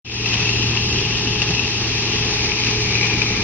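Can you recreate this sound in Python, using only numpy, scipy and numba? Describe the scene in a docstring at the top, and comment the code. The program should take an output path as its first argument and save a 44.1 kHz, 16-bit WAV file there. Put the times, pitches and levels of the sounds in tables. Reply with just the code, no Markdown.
"""An outdoor gravel plant heard from a ledge by a slowly turning handheld camera; the sound fades in.
Stones pour and knock on steel without pause: shaped noise, ticks through resonances and short pitched rings.
Frames and belts rumble in low noise, with dull thuds as damped sines; engine and gear are wavering partials.
The clatter is spread in stereo: a resonance mostly left, a bright band mostly right,
and much of the treble in opposite phase."""
import sys
import numpy as np
from scipy import signal
from scipy.fft import rfft, irfft
from scipy.io import wavfile
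from scipy.ndimage import uniform_filter1d
from numba import njit

SR = 44100
rng = np.random.default_rng(int(sys.argv[2]) if len(sys.argv) > 2 else 0)


def log_audio(samples):
    """Write samples as a 16-bit WAV file to the path given in sys.argv[1]."""
    # one column per channel
    frames = np.atleast_2d(samples).T
    # limit to full scale, then quantise
    limited = np.clip(frames, -1, 1)
    pcm = np.round(limited * 32767).astype(np.int16)
    wavfile.write(sys.argv[1], SR, pcm)


N = 151263

# big stones knocking on steel [t/s, level/dB before each layer's own offset, f/Hz]
KNOCKS = [(0.2582, -9, 2670), (0.3322, -9, 2660), (0.3395, -13, 3100), (0.4030, -12, 2570),
          (0.4255, -13, 2600), (0.4525, -14, 2680), (0.4745, -13, 2610), (0.4918, -9.5, 2640),
          (0.5303, -13, 2680), (0.7720, -12, 2790), (1.273, -14, 2730), (1.4182, -4, 2740),
          (1.5359, -15, 2600), (1.548, -15, 2800), (1.58, -14, 2650), (1.5935, -11, 2650),
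          (2.1833, -14, 2650), (2.2235, -15, 2600), (2.5867, -13, 2440), (2.6689, -11, 2590),
          (2.9524, -9.5, 2510), (3.011, -11, 2310), (3.0284, -11.5, 2320), (3.042, -13, 2400),
          (3.0647, -12, 2470), (3.096, -14, 2400), (3.2172, -8, 2420)]
# resonance in front of the left microphone, moving as the camera turns
# [t/s, centre f/Hz, level/dB before channel gains and fade, width of each filter pass/Hz]
RESONANCE = [(0.3, 2630, -19, 430), (0.5, 2630, -18, 430), (0.82, 2700, -21, 480), (1.3, 2720, -20, 480),
             (1.62, 2700, -19.5, 520), (1.93, 2600, -21.5, 650), (2.22, 2640, -20.5, 650),
             (2.42, 2480, -21.5, 560), (2.65, 2500, -20.5, 560), (3.05, 2400, -19, 450),
             (3.4, 2416, -21.5, 480)]


def undb(db):
    """Decibels to amplitude."""
    return 10 ** (np.asarray(db) / 20)


def walk(rate):
    """Random levels held 1 / rate s and smoothed by two moving averages; spread near 1."""
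    hold = int(SR / rate)
    steps = np.repeat(rng.standard_normal(N // hold + 1), hold)
    return 1.3 * uniform_filter1d(uniform_filter1d(steps, hold), hold)[:N]


def bursts(times, sizes, rise_s, t60_s):
    """Envelope that rises quickly at each blow and dies away exponentially."""
    index = np.clip((np.asarray(times) * SR).astype(int), 0, N - 1)
    kicks = np.bincount(index, sizes, N)
    fall = np.exp(-np.log(1000) / (t60_s * SR))
    rise = np.exp(-1 / (max(rise_s, 1e-4) * SR))
    decays = signal.lfilter([1], [1, -fall], kicks)
    return signal.lfilter([1 - rise], [1, -rise], decays)


def flow(swell_db, knock_db, knock_t60_s):
    """Level of the gravel stream: a steady pour, random stones, the big knocks."""
    stones_per_s, stone_db, stone_spread_db, stone_t60_s = 200, -9.5, 1.8, 0.03
    rise_s = 0.00068
    when, luck = rng.random((int(stones_per_s * N / SR), 2)).T
    # exponential spread in dB: many small stones, few large ones
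    sizes = undb(stone_db - stone_spread_db * np.log(1 - luck))
    stones = bursts(when * N / SR, sizes, rise_s, stone_t60_s)
    pour = undb(swell_db) * np.sqrt(1 + stones ** 2)
    s, db, _ = np.array(KNOCKS).T
    knocks = bursts(s, undb(db + knock_db), rise_s, knock_t60_s)
    return np.hypot(pour / np.sqrt(np.mean(pour ** 2)), knocks)  # knocks stand over a pour of rms 1


def colour(x, table):
    """Shape noise by spectrum points; unit white noise gets exactly their density in dB per Hz."""
    hz, db = np.array(table).T
    f = np.maximum(np.arange(N // 2 + 1) * SR / N, 1)
    density_db = np.interp(np.log(f), np.log(hz), db, right=-150)
    gain = undb(density_db) * np.sqrt(SR / 2)
    return irfft(rfft(x) * gain, N)


def roar(table, stream):
    """Noise of frames, belts and gravel: the bass flickers, the treble follows the stream."""
    clatter_from_hz, rumble_flicker_db, clatter_flicker_db = 464, 1.5, 1.0
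    sos = signal.butter(2, clatter_from_hz, fs=SR, output="sos")
    rumble = signal.sosfiltfilt(sos, rng.standard_normal(N)) * undb(rumble_flicker_db * walk(25.2))
    stones = rng.standard_normal(N) * stream * undb(clatter_flicker_db * walk(15))
    clatter = stones - signal.sosfiltfilt(sos, stones)  # keep only what lies above the rumble
    return colour(rumble + clatter, table)


def pebbles():
    """Pebbles ticking on steel: dense single impulses of uneven size and random sign."""
    per_s, spread_db, rms_db = 500, 2.2, -4  # rms before the surge of the pour
    when, luck, coin = rng.random((int(per_s * N / SR), 3)).T
    sizes = np.sign(coin - .5) * undb(-spread_db * np.log(1 - luck))
    ticks = np.bincount((when * N).astype(int), sizes, N)
    return undb(rms_db) * ticks / ticks.std()


@njit
def svf(x, hz, width, sr):
    """Band-pass with a moving centre and width, gain 1 at the centre."""
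    y, b, l = np.empty(len(x)), 0., 0.  # b, l: memories of the band and low integrators
    for i in range(len(x)):
        g, k = np.tan(np.pi * hz[i] / sr), width[i] / hz[i]
        v = (b + g * (x[i] - l)) / (1 + g * (g + k))
        b, l, y[i] = 2 * v - b, l + 2 * g * v, k * v
    return y


def band(stream, table, ratio, width_hz, t, ticks=0):
    """The gravel stream through a moving, slightly wavering resonance."""
    centre_waver, patchy_db = 0.012, 1.0  # each band swells on its own
    s, hz, db = np.array(table).T[:3]
    centre = ratio * np.interp(t, s, hz) * (1 + centre_waver * walk(30))
    width = width_hz * np.ones(N)
    strike = rng.standard_normal(N) * stream + ticks
    once = svf(strike, centre, width, 1. * SR)
    ring = svf(once, centre, width, 1. * SR) / np.sqrt(width)  # even loudness as the width moves
    return ring / ring.std() * undb(np.interp(t, s, db) + patchy_db * walk(10))


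def clanks(t):
    """Pitched core of the knocks: each is a damped sine at its own pitch with a soft onset."""
    offset_db, rise_s, t60_s = 13, 0.0015, 0.018
    out = 0
    for s, db, hz in KNOCKS:
        age = np.maximum(t - s, 0)
        envelope = (1 - np.exp(-age / rise_s)) * np.exp(-np.log(1000) * age / t60_s)
        out = out + undb(db + offset_db) * envelope * np.sin(2 * np.pi * hz * age)
    return out


def thuds(t):
    """Dull thuds in the frame: short damped low sines."""
    # blows [t/s, starting level/dB before the fade, f/Hz]
    thud_table = [(1.299, -21.5, 144), (1.501, -11, 178), (1.534, -16, 141), (2.208, -15, 144),
                  (3.31, -13.5, 193)]
    t60_s = 0.077
    out = 0
    for s, db, hz in thud_table:
        age = np.maximum(t - s, 0)
        out = out + undb(db) * np.sin(2 * np.pi * hz * age) * 1000. ** (-age / t60_s)
    return out


def tones(hz, rows, waver, walk_db):
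    """Multiples of one wavering rotation, each swelling on its own."""
    phase = 2 * np.pi * np.cumsum(hz * (1 + waver * walk(2.982))) / SR
    out = 0
    for multiple, rms_db in rows:
        level = np.sqrt(2) * undb(rms_db + walk_db * walk(4.18))
        out = out + level * np.sin(multiple * phase + rng.uniform(0, 2 * np.pi))
    return out


def machines(t):
    """Engine drone, gear whine and other hums as sums of wavering sines."""
    # engine partials [multiple, rms level/dB before load and swell]
    engine = [(1, -43), (2, -41), (3, -26.5), (4, -41), (5, -37.5), (6, -40)]
    # gear partials [multiple, rms level/dB before load and swell]
    gear = [(1, -37), (3, -51), (4, -53), (6, -49)]
    # other hums [f/Hz, rms level/dB before swell, waver as a share of f]
    hum_table = [(14.8, -47, .003), (59.5, -39, .03), (398.4, -41, .001)]
    # machine levels [t/s, drone change/dB, whine change/dB, whine octave rms level/dB before swell]
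    load = [(.3, 0, -3, -46), (.55, 2, -1, -41), (.8, 2, -1, -44), (1.1, 1, -1, -40), (1.32, 2, 6, -39),
            (1.5, 1, 2, -38), (1.65, -2, -3, -43), (2.1, 1, 0, -42), (2.55, -2, -1, -38), (2.8, 2, 5, -42),
            (3.0, 2, -2, -40), (3.3, 2, 4, -41)]
    engine_hz, engine_waver, engine_walk_db = 38.5, 0.0015, 1.2
    gear_hz, gear_waver, gear_walk_db = 421.2, 0.0006, 1.4
    s, drone_db, whine_db, octave_db = np.array(load).T
    drone = tones(engine_hz, engine, engine_waver, engine_walk_db) * undb(np.interp(t, s, drone_db))
    whine = tones(gear_hz, gear, gear_waver, gear_walk_db) * undb(np.interp(t, s, whine_db))
    octave = tones(2 * gear_hz, [(1, np.interp(t, s, octave_db))], gear_waver, gear_walk_db)
    hums = sum(tones(hz, [(1, db)], waver, gear_walk_db) for hz, db, waver in hum_table)
    return drone + whine + octave + hums


def scene():
    """Mid and side roar, machines in the middle, one resonance mostly left, a bright band mostly right."""
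    # flow of gravel [t/s, level/dB]
    pour_table = [(.3, 0), (1.4, 0), (2.1, 1), (2.4, 0), (2.65, 1), (2.85, 0), (3.4, 1)]
    # noise alike in both channels [f/Hz, density for unit white noise/dB per Hz]
    roar_mid = [(20, -67.5), (35, -64.5), (52, -50.5), (90, -50.5), (140, -52.5), (240, -53.5), (320, -50),
                (440, -52), (580, -68), (800, -60.5), (1100, -63), (1450, -68.5), (1900, -61), (2900, -67),
                (3800, -64), (5600, -64), (6400, -70.5), (7000, -91)]
    # noise in opposite phase left and right [f/Hz, density for unit white noise/dB per Hz]
    roar_side = [(30, -76), (120, -64.5), (400, -72), (600, -78.5), (1200, -77.5), (1900, -74), (2900, -67),
                 (3800, -57.5), (5400, -57.5), (6400, -61.5), (6900, -72.5), (7700, -84.5), (11000, -83),
                 (13000, -90), (15000, -99)]
    # bright band on the right, fading as the camera turns [t/s, centre f/Hz, level/dB before the fade-in]
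    bright_table = [(.3, 5200, -29.5), (1.2, 5200, -29.5), (2.0, 5000, -32), (2.65, 4900, -31),
                    (3.0, 4200, -33), (3.4, 4100, -33)]
    # bright band on the left, rising as the camera turns
    # [t/s, centre f/Hz before a slight lowering, level/dB before the fade-in]
    sheen_table = [(.3, 5620, -46), (1.5, 5600, -38), (2.399, 5840, -36.5), (3.0, 6170, -36),
                   (3.4, 6120, -35)]
    t = np.arange(N) / SR

    surge_db = 0.5 * walk(8) + np.interp(t, *np.array(pour_table).T)
    stream = flow(surge_db, knock_db=12.5, knock_t60_s=0.067)
    near = flow(surge_db, knock_db=9, knock_t60_s=0.09)  # longer noisy knocks for the resonance
    ticks = pebbles() * undb(surge_db)

    mid = roar(roar_mid, stream) + machines(t) + thuds(t)
    side = roar(roar_side, stream)
    width_hz = np.interp(t, *np.array(RESONANCE).T[::3])
    ring = band(near, RESONANCE, 1, width_hz, t, ticks) + clanks(t)
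    # band above the resonance, inverted on the right
    shoulder = undb(-5.3) * band(near, RESONANCE, ratio=1.157, width_hz=650, t=t, ticks=ticks)
    bright = band(stream, bright_table, ratio=1, width_hz=1300, t=t)
    sheen = band(stream, sheen_table, ratio=0.99, width_hz=800, t=t)

    left = mid + side + ring + shoulder + sheen - undb(-8) * bright
    right = mid - side + undb(-12) * ring - undb(-15) * shoulder + bright
    return np.array([left, right])


def record(dry):
    """Fade in, clip at full scale; what both channels share ends lower than their difference."""
    # fade-in, holding its last level [t/s, level/dB]
    fade_table = [(.043, -62), (0.049, -21.5), (.07, -15.5), (.14, -9), (.26, -4.5), (.34, -2.5)]
    mid_top_hz, top_hz = 7100, 15400
    s, db = np.array(fade_table).T
    fade = undb(np.interp(np.arange(N) / SR, s, db, left=-90))
    left, right = np.clip(dry * fade, -1, 1)
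    mid_sos = signal.ellip(8, .1, 40, mid_top_hz, fs=SR, output="sos")
    mid = signal.sosfiltfilt(mid_sos, (left + right) / 2, padtype="even", padlen=2000)
    side = (left - right) / 2
    top_sos = signal.ellip(8, .2, 70, top_hz, fs=SR, output="sos")
    return signal.sosfilt(top_sos, [mid + side, mid - side])


dry = scene()
out = record(dry)
log_audio(out)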